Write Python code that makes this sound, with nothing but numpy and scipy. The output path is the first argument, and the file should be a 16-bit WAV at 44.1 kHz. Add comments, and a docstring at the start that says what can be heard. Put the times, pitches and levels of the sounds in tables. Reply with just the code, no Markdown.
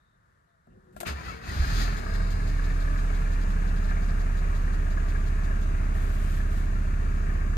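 """Driver's seat of a parked six-cylinder diesel car, in two channels: quiet noise with faint scrapes and a whine.
The key clicks and knocks the column, a pump hums in tones and noise, and the starter gear grinds in as shaped noise.
It cranks and whines, then the engine catches with thuds, sines ringing in the body, and single hard knocks.
A firing tone, pulses in the cabin modes and throbbing noise make a booming, clattering idle; one valve puffs air.
A drone and steady tones join, and late on, two strokes of cloth rustle close by as enveloped noise."""
import sys
import numpy as np
from scipy import signal
from scipy.fft import rfft, irfft, next_fast_len
from scipy.io import wavfile
from scipy.ndimage import map_coordinates

SR = 44100
rng = np.random.default_rng(int(sys.argv[2]) if len(sys.argv) > 2 else 0)


def persist_wave(psi):
    """Save psi, clipped to +-1, as 16-bit WAV."""
    counts = np.round(np.clip(psi, -1, 1) * 32767).astype(np.int16)
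    wavfile.write(sys.argv[1], SR, np.atleast_2d(counts).T)


def volts_from_db(level):
    """Convert decibel levels to linear amplitude ratios."""
    exponent = np.asarray(level, float) / 20
    return 10 ** exponent


N = 333837
T = np.arange(N) / SR


def unit(x):
    """Scale to rms 1."""
    return x / np.sqrt(np.mean(x ** 2) + 1e-20)


def along(points, hz):
    """Read (Hz, value) points on a log frequency axis."""
    f, v = np.transpose(points)
    return np.interp(np.log(hz + 1), np.log(f + 1), v)


def gains(rows):
    """One gain per sample for each dB column, practically silent before the table starts."""
    s, *columns = np.transpose(rows)
    return [volts_from_db(np.interp(T, s, column, left=-140)) for column in columns]


def wobble(rate):
    """A smooth random curve with this many knots a second."""
    return map_coordinates(rng.standard_normal(int(N * rate / SR) + 4), [T * rate])


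def filtered(x, response):
    """Pass x through a complex response of frequency."""
    m = next_fast_len(N + SR // 2)
    return irfft(rfft(x, m) * response(np.fft.rfftfreq(m, 1 / SR)), m)[..., :N]


def resonances(modes):
    """Causal response of (Hz, width, dB) resonances, added with alternating sign."""
    def response(f):
        return sum((-1) ** k * volts_from_db(db) * 1j * f * width / (hz * hz - f * f + 1j * f * width)
                   for k, (hz, width, db) in enumerate(modes))
    return response


def noise(spectrum):
    """Two unrelated noises of one colour, at rms 1."""
    white = rng.standard_normal((2, N))
    return unit(filtered(white, lambda hz: volts_from_db(along(spectrum, hz))))


def near(x, other=0.0):
    """A pair whose second row is what the two channels do not share."""
    return np.array([x, other * x])


def held(s, length, rise, t60):
    """Envelope: a straight rise, a flat hold, a fade."""
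    fade = volts_from_db(-60 * np.clip(T - s - length, 0, None) / t60)
    return np.clip((T - s) / rise, 0, 1) * fade


# Colour of the parked car's quiet. Each row: frequency in Hz, relative level in dB.
QUIET_COLOUR = [(18, -37), (30, -4), (59, -3.5), (165, -7.5), (259, -20), (672, -18.5), (761, -23.5),
                (1250, -13.5), (1450, -14), (1780, -15.5), (2100, -27.5), (2600, -35.5), (3260, -37),
                (3690, -35), (5520, -39.5), (6910, -38), (12000, -43), (15600, -75), (22000, -120)]
QUIET_DB = -66


def parked_quiet():
    """Steady coloured noise whose level wavers a little."""
    return volts_from_db(QUIET_DB + 1.8 * wobble(7)) * noise(QUIET_COLOUR)


# Narrow scrapes, faint ones first, then the starter gear biting.
# Each row: start in seconds, length in seconds, centre in Hz, width in Hz before squaring, rms in dB.
SCRAPES = [(0, 0.16, 3720, 300, -83), (.472, .07, 3750, 504, -89), (.7, .04, 2750, 400, -83),
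           (1.058, 0.028, 2560, 900, -42), (1.062, 0.027, 1900, 400, -48)]


def scrapes():
    """Short scrapes: noise in one narrow band each, the resonance applied twice."""
    out = 0
    for s, length, hz, width, db in SCRAPES:
        band = resonances([(hz, width, 0)])
        narrow = unit(filtered(rng.standard_normal((2, N)), lambda f: band(f) ** 2))
        out = out + volts_from_db(db) * held(s, length, rise=.003, t60=0.07) * narrow
    return out


def whine(start, end, from_hz, to_hz, db, waver_db, rough):
    """A slightly unsteady tone that glides between two pitches."""
    on = np.clip(np.minimum(T - start, end - T) / 0.0052, 0, 1)
    unsteady = 1 + .002 * wobble(6) + rough * wobble(90)
    turns = np.cumsum(np.interp(T, [start, end], [from_hz, to_hz]) * unsteady) / SR
    return on * np.sqrt(2) * volts_from_db(db + waver_db * wobble(34.87)) * np.sin(2 * np.pi * turns)


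# Brief whines, most from the starter gear.
# Each row: start in seconds, length in seconds, first pitch in Hz, last pitch in Hz, rms in dB.
WHINES = [(.672, 0.027, 270, 165, -57), (0.47, 0.13, 700, 640, -76.5), (1.173, 0.054, 1010, 1010, -50),
          (1.247, .06, 1970, 1990, -51), (1.308, 0.03, 1150, 1090, -54), (1.28, 0.035, 1390, 1320, -37.5),
          (1.339, 0.094, 436, 475, -51), (1.434, 0.062, 2590, 2590, -57), (1.064, 0.038, 1950, 1900, -48),
          (1.073, 0.024, 1160, 1150, -48), (1.142, 0.059, 1750, 1830, -52), (1.168, 0.046, 2380, 2380, -55),
          (1.246, 0.037, 2500, 2600, -55), (1.28, 0.052, 2680, 2720, -57), (1.313, .04, 2170, 2230, -52),
          (1.367, 0.062, 1900, 1930, -54)]
# Pump over time. Each row: time in seconds, rms of its low noise in dB, its tones over their usual level in dB.
PUMP_LEVELS = [(0.668, -83, -20), (0.674, -59, -5), (.72, -57.5, -8), (.745, -58, 3), (0.78, -56, 1),
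               (.8, -61, -4), (0.818, -67, -5), (0.862, -61, 0), (0.93, -59, 5), (.98, -48.5, -4),
               (1.02, -54, 17), (1.06, -51, 11), (1.1, -82, -20)]
# Pump tones. Each row: first pitch in Hz, last pitch in Hz, usual rms in dB.
PUMP_TONES = [(385, 352, -64), (515, 495, -71)]
# Colour of the pump's low noise. Each row: frequency in Hz, relative level in dB.
PUMP_COLOUR = [(26, -37), (45, -5), (92, -12.5), (189, -8), (274, -17.5), (400, -20), (560, -28),
               (800, -27), (1040, -69), (1760, -120)]
DRONE_S, DRONE_HZ, DRONE_DB = 2.1, 81.2, -36  # a steady drone joins once the engine runs


def motors():
    """Small motors and gears: wavering tones and the low noise of a pump."""
    drone = whine(DRONE_S, T[-1] + 1, DRONE_HZ, DRONE_HZ, DRONE_DB, waver_db=-0.2, rough=.004)
    hum, tone_gain = gains(PUMP_LEVELS)
    on, off = PUMP_LEVELS[0][0], PUMP_LEVELS[-1][0]
    pump = tone_gain * sum(whine(on, off, a, b, db, waver_db=2.5, rough=.03) for a, b, db in PUMP_TONES)
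    gears = sum(whine(s, s + length, a, b, db, waver_db=2, rough=.014) for s, length, a, b, db in WHINES)
    return near(drone + pump + gears, 0.56) + hum * noise(PUMP_COLOUR)


# Clicks, cracks and scuffs of key, starter gear and first firing.
# Each row: time in seconds, crack level in dB, knock level in dB, t60 of the crack in seconds.
CLICKS = [(0.671, -76, -56, 0.03), (.845, -85, -85, .03), (0.9256, -72, -84, 0.95),
          (.964, -52.5, -33.5, 0.13), (1.0034, -31, -49, 0.019), (1.009, -36.5, -37, 0.071),
          (1.031, -47, -28, 0.069), (1.067, -41, -49, 0.14), (1.49, -46, -60, 0.027)]
# Steering column modes. Each row: frequency in Hz, relative level in dB, t60 in seconds.
COLUMN = [(230, -13, 0.074), (632, 4, 0.041), (689, 6, 0.034), (1050, -6, 0.028), (1380, -6.5, 0.066),
          (1640, -2.5, 0.026), (2500, -16, 0.017)]
# Colour of the cracks. Each row: frequency in Hz, relative level in dB.
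CRACK_COLOUR = [(500, 5), (2000, 4), (4000, 0), (5600, -6), (8000, 4), (10500, -2.5), (12800, 0.5),
                (15600, -14)]


def clicks():
    """Each click, crack or scuff is dying treble-rich noise plus a knock: column modes ringing as dying sines."""
    knocked, cracks, t = np.zeros(N + SR), np.zeros(N + SR), T[:SR // 5]
    for s, crack_db, knock_db, crack_t60 in CLICKS:
        start = round(s * SR)
        ring = sum(volts_from_db(db + rng.normal(0, 1.3) - 60 * t / t60) * np.sin(2 * np.pi * hz * t)
                   for hz, db, t60 in COLUMN)
        knocked[start:][:len(t)] += volts_from_db(knock_db) * ring * (1 - np.exp(-t / 0.0037))
        cracks[start:][:len(t)] += volts_from_db(crack_db - 60 * t / crack_t60)
    return near(knocked[:N], 0.62) + cracks[:N] * noise(CRACK_COLOUR)


# Jolts. Each row: start in seconds, level in dB, pitch in Hz, seconds that the push lasts.
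JOLTS = [(0.673, -46, 168, 0.0072), (0.734, -49, 93.5, .03), (1.061, -33, 172, 0.011),
         (1.088, -32, 69, 0.063), (1.259, -31.5, 61.5, 0.074), (1.481, -24.5, 78.5, 0.0093),
         (1.512, -22.5, 61, .005), (1.565, -21, 80, .005), (1.594, -18, 69, 0.02), (1.658, -19.5, 61, .01),
         (1.688, -26.5, 177, 0.0091), (1.718, -12, 98, 0.0047), (1.799, -24, 230, .01),
         (1.874, -41.5, 413, 0.011)]
# Car body modes. Each row: frequency in Hz, relative level in dB, t60 in seconds.
BODY = [(61, -4.5, 0.25), (69, 2.5, 0.17), (81, 3, 0.082), (96.6, -5.5, 0.15), (175.4, -2.5, 0.23),
        (306, 15, .12), (413, 7, 0.097)]
BODY_DB_PER_OCTAVE = 78  # how fast modes away from a jolt's pitch drop out


def thuds():
    """The car body rings in the modes near each jolt's pitch, dying away after the push ends."""
    out, t = np.zeros(N + SR), T[:SR // 2]
    for s, db, pitch_hz, push in JOLTS:
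        free = np.clip(t - push, 0, None)
        ring = 0
        for hz, mode_db, t60 in BODY:
            off_pitch_db = BODY_DB_PER_OCTAVE * abs(np.log2(hz / pitch_hz))
            ring = ring + volts_from_db(mode_db - off_pitch_db - 60 * free / t60) * np.sin(2 * np.pi * hz * t)
        out[round(s * SR):][:len(t)] += volts_from_db(db) * (1 - np.exp(-t / 0.0085)) * ring
    return near(out[:N], .2)


# Engine speed. Each row: time in seconds, firings per second.
SPEED = [(1.6, 38.89), (1.75, 38.97), (1.9, 40.64), (2.05, 33.93), (2.2, 36.7), (2.4, 35.99), (2.7, 35.41),
         (3.1, 35.07), (3.6, 34.38), (4.2, 34.05), (5, 33.67), (6, 33.6), (7, 33.49), (7.5, 33.65)]


def firings():
    """Running count of firings, zero at the first speed row; six make one engine cycle."""
    s, rate = np.transpose(SPEED)
    count = np.cumsum(np.interp(T, s, rate)) / SR
    return count - count[round(s[0] * SR)]


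def beats(count, start, sizes_db, scatter_db):
    """An impulse each time the count passes start plus a whole number, sized in turn and by chance."""
    n = np.floor(count - start).astype(int)
    at = np.flatnonzero(np.diff(n)) + 1
    out = np.zeros(N)
    size_db = np.asarray(sizes_db)[n[at] % len(sizes_db)]
    out[at] = volts_from_db(size_db + scatter_db * rng.standard_normal(len(at)))
    return out


def dying(x, t60, rise):
    """Each impulse becomes a swell that rises and dies."""
    t = T[:SR // 4]
    return signal.fftconvolve(x, volts_from_db(-60 * t / t60) * (1 - np.exp(-t / rise)))[:N]


# How hard the metal works: gear meshing, two cranked compressions, the run-up, the idle.
# Each row: time in seconds, clatter rms in dB.
WORK = [(1.05, -48), (1.07, -35.5), (1.09, -35), (1.144, -46), (1.235, -44.5), (1.255, -42), (1.3, -42.5),
        (1.35, -45.5), (1.408, -49.5), (1.435, -46), (1.492, -41.5), (1.622, -40.5), (1.748, -38),
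        (1.812, -35.5), (1.864, -39.5), (2.06, -42.5), (2.5, -42.5), (4.3, -43.5), (7.57, -45)]
USUAL_DB = -43.5  # clatter level at which the hiss and rumble levels are given
HISS_DB, HISS_GROWS = -52.5, 1.41  # the hiss swings wider than the clatter
RUMBLE_DB, RUMBLE_GROWS, CRANK_LOSS_DB = -39.5, 0.93, 2.5  # narrower, and weaker until the first firing
# from the first firing until the starter lets go its gear spins free and hisses more
CATCH_S, RELEASE_S, SPIN_DB, SPIN_FADE_S = 1.41, 1.834, 3.5, 0.066
FIRE_S, FIRE_RISE_S = 1.6, 0.21  # steady firing starts and builds
PULSE_DB, PULSE_DB_PER_S = -39, 0.89  # firing pulses firm up as the idle settles
STRUCK_DB, STRUCK_DB_PER_S = -45.5, -.9  # the block quietens
# small parts ring most after the run-up
RING_S, RING_DB, RING_RISE_DB_PER_S, RING_FALL_DB_PER_S = 2.16, -54, 20, 15.5


def levels():
    """Gains of clatter, hiss and rumble, from the work of the metal; gains of the layers that firing drives."""
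    clatter = gains(WORK)[0]
    effort = clatter / volts_from_db(USUAL_DB)
    caught = np.clip((T - CATCH_S) / SPIN_FADE_S, 0, 1)
    spin = caught * np.clip((RELEASE_S - T) / SPIN_FADE_S + 1, 0, 1)
    hiss = volts_from_db(HISS_DB + SPIN_DB * spin) * effort ** HISS_GROWS
    rumble = volts_from_db(RUMBLE_DB - CRANK_LOSS_DB * (1 - caught)) * effort ** RUMBLE_GROWS
    since = T - FIRE_S
    pulse = np.clip(since / FIRE_RISE_S, 0, 1) * volts_from_db(PULSE_DB + PULSE_DB_PER_S * since)
    block = (since > 0) * volts_from_db(STRUCK_DB + STRUCK_DB_PER_S * since)
    slope_db = np.minimum(RING_RISE_DB_PER_S * (T - RING_S), RING_FALL_DB_PER_S * (RING_S - T))
    ring = (since > 0) * volts_from_db(RING_DB + slope_db)
    return clatter, hiss, rumble * (T > WORK[0][0]), pulse, block, ring


# Engine block modes, struck by combustion and valve gear; the response is raised to a power where it is played.
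# Each row: frequency in Hz, width in Hz and relative level in dB, both before that power.
BLOCK = [(637, 110, -7), (840, 110, -8), (1170, 200, -6.5), (1360, 150, -5.5), (1530, 120, -5),
         (1650, 150, -1.5), (1750, 150, -1.5), (2330, 300, -10)]
BLOCK_WANDER = .025  # share by which the ring drifts


def ringing(blows):
    """A sharp hit and a short rough contact ring the block, drifting between a lower and a higher pitch."""
    sharp = 7 * blows * np.sign(rng.standard_normal((2, N)))
    rough = .7 * dying(blows, t60=.04, rise=.002) * rng.standard_normal((2, N))
    contact = sharp + rough
    block = resonances(BLOCK)
    high_share = .5 + .5 * np.tanh(1.5 * wobble(12))
    # stretching the frequency axis by less than 1 raises the pitch, by more than 1 lowers it
    return sum(filtered(np.sqrt(share) * contact, lambda hz: block(hz * stretch) ** 2)
               for share, stretch in [(high_share, 1 - BLOCK_WANDER), (1 - high_share, 1 + BLOCK_WANDER)])


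def blurred(pair, t60, wet_db):
    """Engine-bay sound blurred by short dense random echoes, redrawn four times a second."""
    t, out, step = T[:SR // 3], np.zeros((2, N + SR)), SR // 4
    for start in range(0, N, step):
        tail = rng.standard_normal((2, len(t))) * volts_from_db(-60 * t / t60)
        tail = tail / np.linalg.norm(tail, axis=1, keepdims=True)
        echo = signal.fftconvolve(pair[:, start:start + step], tail, axes=1)
        out[:, start:start + echo.shape[1]] += echo
    return (pair + volts_from_db(wet_db) * out[:, :N]) / np.sqrt(1 + volts_from_db(2 * wet_db))


# Firing tone: it stumbles twice as the engine catches, then holds. Each row: time in seconds, rms in dB.
BOOM = [(1.58, -52), (1.614, -22), (1.658, -33), (1.746, -23.5), (1.92, -26.5), (2.022, -36.5), (2.14, -26),
        (2.212, -24), (2.386, -27), (2.5, -24.5), (3.5, -24), (7.57, -25.5)]
# Cylinders in firing order. 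Each row: relative pulse level in dB, relative knock level in dB.
CYLINDERS = [(.8, -1), (-.6, -2), (.4, -2), (-.8, -2), (.8, 1), (-.4, -3)]
# Cabin and exhaust resonances. Each row: frequency in Hz, width in Hz, relative level in dB.
CABIN = [(66.9, 7.9, 3), (97.2, 5.6, -1.5), (119.8, 6.4, -12.5), (135.5, 8.5, -7.5), (141.5, 9.1, -11.5),
         (191.8, 12.2, -7), (234.2, 9.9, -19), (284.1, 9.2, -14.5), (336.2, 5.5, -22), (371.8, 5.5, -19)]
# Small metal parts ringing. Each row: frequency in Hz, width in Hz, relative level in dB.
SMALL_PARTS = [(3730, 90, -4), (4040, 70, -4), (4190, 70, 0), (4310, 70, -4), (4650, 150, -5),
               (5090, 110, -1.5)]
# Colours of clatter, hiss and rumble. Each row: frequency in Hz, relative level in dB.
CLATTER_COLOUR = [(240, -47), (400, -3), (424, -2.5), (565, -9.5), (641, -3), (785, -14), (1060, -8.5),
                  (1170, -5.5), (1430, -7), (1690, -5.5), (2040, -18), (2350, -17), (2760, -19.5),
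                  (3000, -38), (3900, -58), (6600, -120)]
HISS_COLOUR = [(1710, 2), (2900, 2), (3110, -3.5), (4150, -3.5), (4670, -5.5), (5080, -4), (5570, -9.5),
               (6780, 0.5), (7530, -12), (8300, -3), (10300, -14.5), (11900, -12.5), (13400, -17),
               (14600, -20), (15500, -58)]
RUMBLE_COLOUR = [(26, -40), (45, -17.5), (60, -10), (92, -20.5), (129, -15.5), (189, -18.5), (248, -23),
                 (330, -27), (450, -34), (580, -83), (990, -120)]
# Brighter colours during cranking and run-up, fading out by 2 s. Each row: frequency in Hz, relative level in dB.
BRIGHT_CLATTER_COLOUR = [(240, -29), (400, 1.5), (490, -2.5), (680, 1.5), (937, -2.5), (1340, 4),
                         (1890, 0.5), (2050, -3.5), (2640, -5), (3000, -13), (3900, -24), (6600, -120)]
BRIGHT_HISS_COLOUR = [(1710, -22), (2900, -8), (4180, -1), (5080, -2), (5610, -14), (6230, -6.5),
                      (6920, -5.5), (7530, -21.5), (8480, -10), (10500, -25), (12600, -15.5), (14000, -27),
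                      (15500, -39)]


def engine():
    """Firing tone, firing pulses in the cabin modes, and metal noise that throbs with each firing."""
    count = firings()
    pulse_db, knock_db = np.transpose(CYLINDERS)
    clatter, hiss, rumble, pulse, block, ring = levels()
    tone = np.sqrt(2) * gains(BOOM)[0] * np.cos(2 * np.pi * (count + .28))

    cabin = resonances(CABIN)
    fired = beats(count, .35, pulse_db, scatter_db=.5)
    # a second-order high-pass at 45 Hz thins the lowest cabin sound
    boxed = unit(filtered(fired, lambda hz: cabin(hz) * (1j * hz / (1j * hz + 45)) ** 2))

    blows = beats(count, .76, knock_db, scatter_db=1.2)
    throb = 1.1 + dying(blows, t60=.07, rise=.002)
    bright = np.clip((2.0 - T) / 0.12, 0, 1)

    def colour(early, later):
        return np.sqrt(bright) * noise(early) + np.sqrt(1 - bright) * noise(later)

    metal = clatter * unit(throb * volts_from_db(0.59 * wobble(9))) * colour(BRIGHT_CLATTER_COLOUR, CLATTER_COLOUR)
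    air = hiss * volts_from_db(0.25 * wobble(5.1)) * colour(BRIGHT_HISS_COLOUR, HISS_COLOUR)

    # the rumble that the channels do not share swells once an engine cycle
    cycles = beats(count / 6, 2.6 / 6, [0], scatter_db=2)
    shake = 1.2 + 1.1 * dying(cycles, t60=.3, rise=.01)
    low = rumble * unit(np.array([np.ones(N), shake]) * noise(RUMBLE_COLOUR))
    parts = ring * unit(filtered(rng.standard_normal((2, N)), resonances(SMALL_PARTS)))

    # valve gear taps between the combustion blows, once a firing and at random (90 a second)
    taps = beats(count, .2, [-6], scatter_db=2)
    taps = taps + (rng.random(N) < 90 / SR) * volts_from_db(-10 + 1.5 * rng.standard_normal(N))
    struck = block * unit(ringing(blows + taps))
    bay = blurred(metal + struck + air + parts, t60=.22, wet_db=-9)
    return near(tone) + near(pulse * boxed, 0.095) + bay + low


# The loudest combustion knocks. 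Each row: time in seconds, peak in dB, ring pitch in Hz.
HARD_KNOCKS = [(1.475, -38, 1860), (1.498, -33, 1880), (1.6375, -27.5, 1586), (1.792, -35, 1690),
               (1.815, -31, 1890), (1.844, -36, 1680), (1.8743, -36, 1640), (1.952, -34, 1570),
               (2.199, -30, 1545), (2.412, -36, 1625), (2.586, -30.5, 1640), (2.8768, -34.5, 1660),
               (3.1305, -37, 1570), (3.3027, -41, 1625), (3.8915, -32.5, 1680), (3.911, -30, 1637),
               (4.674, -38, 1775), (4.972, -29.5, 1640), (5.151, -30.5, 1626), (5.508, -32, 1640),
               (6.223, -42, 1640), (6.4012, -35, 1675), (6.581, -42, 1650), (6.88, -44, 1800),
               (7.116, -40, 1640), (7.298, -36.5, 1694)]
BLOCK_HZ = 1690  # middle of the block's strongest ring
KNOCK_LEAD_S = .006  # a knock starts this long before it is loud


def knocks():
    """Single harder combustions: a clean blow swells in the block's strongest modes, each at its own pitch."""
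    out, block, f = np.zeros(N + SR), resonances(BLOCK), np.fft.rfftfreq(4096, 1 / SR)
    for s, db, hz in HARD_KNOCKS:
        ring = irfft(block(f * BLOCK_HZ / hz) ** 4)
        start = round((s - KNOCK_LEAD_S) * SR)
        out[start:][:len(ring)] += volts_from_db(db) * ring / np.abs(ring).max()
    return near(out[:N], 0.14)


# Multiples of the firing rate that stand out while the speed passes a cabin mode.
# Each row: multiple, start in seconds, end in seconds, rms in dB, phase in turns.
OVERTONES = [(2, 1.68, 1.98, -38, 0), (3, 1.7, 1.95, -42, 0), (3, 2.08, 2.55, -39, 0),
             (5, 2.12, 2.48, -45.5, .5), (4, 2.45, 3.35, -41.5, 0), (5, 2.75, 3.7, -48, .5),
             (5.5, 3.45, 4.3, -47, 0), (8, 2.55, 3.1, -56, 0)]
OVERTONE_FADE_S = .2


def overtones():
    """Clean multiples of the firing tone that swell and fade."""
    count, out = firings(), 0
    for k, start, end, db, turns in OVERTONES:
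        swell = np.clip(np.minimum(T - start, end - T) / OVERTONE_FADE_S + .5, 0, 1)
        level = np.sqrt(2) * volts_from_db(db + 0.78 * wobble(5.01))
        out = out + level * swell * np.sin(2 * np.pi * (k * (count + .15) + turns))
    return near(out, 0.22)


# Duller puffs between the regular ones. Each row: start in seconds, level in dB.
DULL_PUFFS = [(2.693, -61), (3.41, -56.5), (3.758, -58.5), (3.88, -56.5), (4.08, -58)]
# Colours of a puff's body and of its treble. Each row: frequency in Hz, relative level in dB.
PUFF_COLOUR = [(2700, -26), (3200, -2), (4300, 0), (5300, -2), (5700, -22), (6200, -60)]
PUFF_TOP_COLOUR = [(5500, -3), (6800, 10.5), (7600, -3), (8400, 2.5), (10400, -11), (12500, -2),
                   (14500, -10), (15600, -40)]
# one valve puffs once an engine cycle, first loud, until it falls silent
PUFF_FIRING, PUFF_SCATTER_FIRINGS, PUFF_FROM_S, PUFF_TO_S = 2.43, 0.081, 1.78, 5.7
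PUFF_DB, PUFF_EARLY_DB, PUFF_SETTLE_S, PUFF_LENGTH_S = -59, 11, 0.7, 0.028
PUFF_TOP_DB, DULL_TOP_DB = -1.5, -6  # treble over body


def puffs():
    """Short blasts of air: a sharp start, a flat body, a quick fade."""
    count = firings()
    cycle = np.arange(count[-1] // 6)
    chance = rng.standard_normal((len(cycle), 3))
    at = np.interp(6 * cycle + PUFF_FIRING + PUFF_SCATTER_FIRINGS * chance[:, 0], count, T)
    level_db = PUFF_DB + PUFF_EARLY_DB * np.exp((PUFF_FROM_S - at) / PUFF_SETTLE_S) + 0.47 * chance[:, 1]
    regular = zip(at, level_db, PUFF_TOP_DB + 1.0 * chance[:, 2])
    rows = [row for row in regular if PUFF_FROM_S < row[0] < PUFF_TO_S]
    rows += [(s, db, DULL_TOP_DB) for s, db in DULL_PUFFS]
    body, top = np.zeros(N), np.zeros(N)
    for s, db, top_db in rows:
        shape = held(s, PUFF_LENGTH_S, rise=0.0018, t60=0.037)
        body += volts_from_db(db) * shape
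        top += volts_from_db(db + top_db) * shape
    return body * noise(PUFF_COLOUR) + top * noise(PUFF_TOP_COLOUR)


# Cylinders never fire alike, so tones also stand at multiples of the engine cycle.
# Each row: repeats an engine cycle, rms in dB once risen.
UNEVEN_TONES = [(7, -57), (9, -57), (13, -59), (17, -59), (19, -53), (20, -57), (21, -50), (26, -60),
                (27, -50), (29, -54), (31, -54), (33, -54), (34, -60), (39, -56), (41, -59), (45, -58),
                (54, -59)]
UNEVEN_S, UNEVEN_RISE_S = 2.2, 1.6  # they start, and come out as the speed steadies


def uneven():
    """Wavering tones at whole multiples of the engine cycle."""
    cycle = firings() / 6
    out = sum(np.sqrt(2) * volts_from_db(db + 1.2 * wobble(1.5)) * np.sin(2 * np.pi * (k * cycle + rng.random()))
              for k, db in UNEVEN_TONES)
    return near(np.clip((T - UNEVEN_S) / UNEVEN_RISE_S, 0, 1) * out, 0.33)


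# Strokes of cloth. Each row: start in seconds, length in seconds, level at the start in dB, at the end in dB.
STROKES = [(5.93, 0.46, -57.5, -54.5), (6.495, 0.091, -61, -54.5)]
# Colour of the cloth. Each row: frequency in Hz, relative level in dB.
CLOTH_COLOUR = [(1500, -27), (3000, 8), (5600, -0.5), (8500, 2), (10500, 0), (13000, -3), (15600, -4)]
CLOTH_RISE_S, CLOTH_T60_S = 0.018, 0.45


def cloth():
    """Two strokes of fabric sliding close by: noise that swells along each stroke and flutters."""
    strokes = sum(held(s, length, CLOTH_RISE_S, CLOTH_T60_S) * volts_from_db(np.interp(T, [s, s + length], [a, b]))
                  for s, length, a, b in STROKES)
    return strokes * volts_from_db(1.2 * wobble(40)) * noise(CLOTH_COLOUR)


# Likeness of the two channels; from 11.5 kHz up they carry one shared sound.
# Each row: frequency in Hz, likeness from 0 to 1.
CHANNEL_LIKENESS = [(60, 0.97), (130, 0.92), (290, 0.64), (640, 0.6), (1400, 0.53), (3000, 0.25),
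                    (8000, 0.065), (11500, 1), (13500, 1)]
# Level between the channels. Each row: frequency in Hz, left over right in dB.
CHANNEL_TILT = [(60, -2), (150, -1.2), (300, .5), (700, 5), (1300, 4.5), (2400, 4.5), (4400, 6.5),
                (8000, 4.5), (11000, 1), (15000, 0)]
# Phase between the channels. Each row: frequency in Hz, radians by which the left leads.
CHANNEL_LEAD = [(0, 0), (260, 0.73), (520, 2.5), (1460, 3.5), (2150, 6.5), (2930, 8), (3450, 11.5),
                (5860, 16), (6720, 21.5), (8100, 15.5), (9820, 14.5), (10400, 14.5), (12500, 13.5),
                (15400, 9.5)]


def channels(pair):
    """Shared and unshared sound are spread over left and right with a lag and a tilt."""
    def mix(hz):
        angle = np.arccos(np.clip(along(CHANNEL_LIKENESS, hz), 0, 1)) / 2
        return np.array([np.cos(angle), np.sin(angle)])

    def sides(hz):
        lead = np.interp(hz, *np.transpose(CHANNEL_LEAD))
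        half = volts_from_db(along(CHANNEL_TILT, hz) / 2) * np.exp(.5j * lead)
        return np.array([half, 1 / half])

    shared, own = filtered(pair, mix)
    return filtered(np.array([shared + own, shared - own]), sides)


def scene():
    """Every source over the quiet of the parked car, spread over two channels."""
    cabin = parked_quiet() + scrapes() + motors() + clicks() + thuds()
    running = engine() + knocks() + overtones() + puffs() + uneven()
    return channels(cabin + running + cloth())


def band_limit(x):
    """A steep low-pass at the top of the band."""
    return signal.sosfilt(signal.butter(12, 15850, fs=SR, output="sos"), x)


TOP_HZ = 15800


def record(dry):
    """Low-pass at TOP_HZ, with a sharp edge."""
    mix = filtered(dry, lambda hz: hz < TOP_HZ)
    return band_limit(mix)


dry = scene()
out = record(dry)
persist_wave(out)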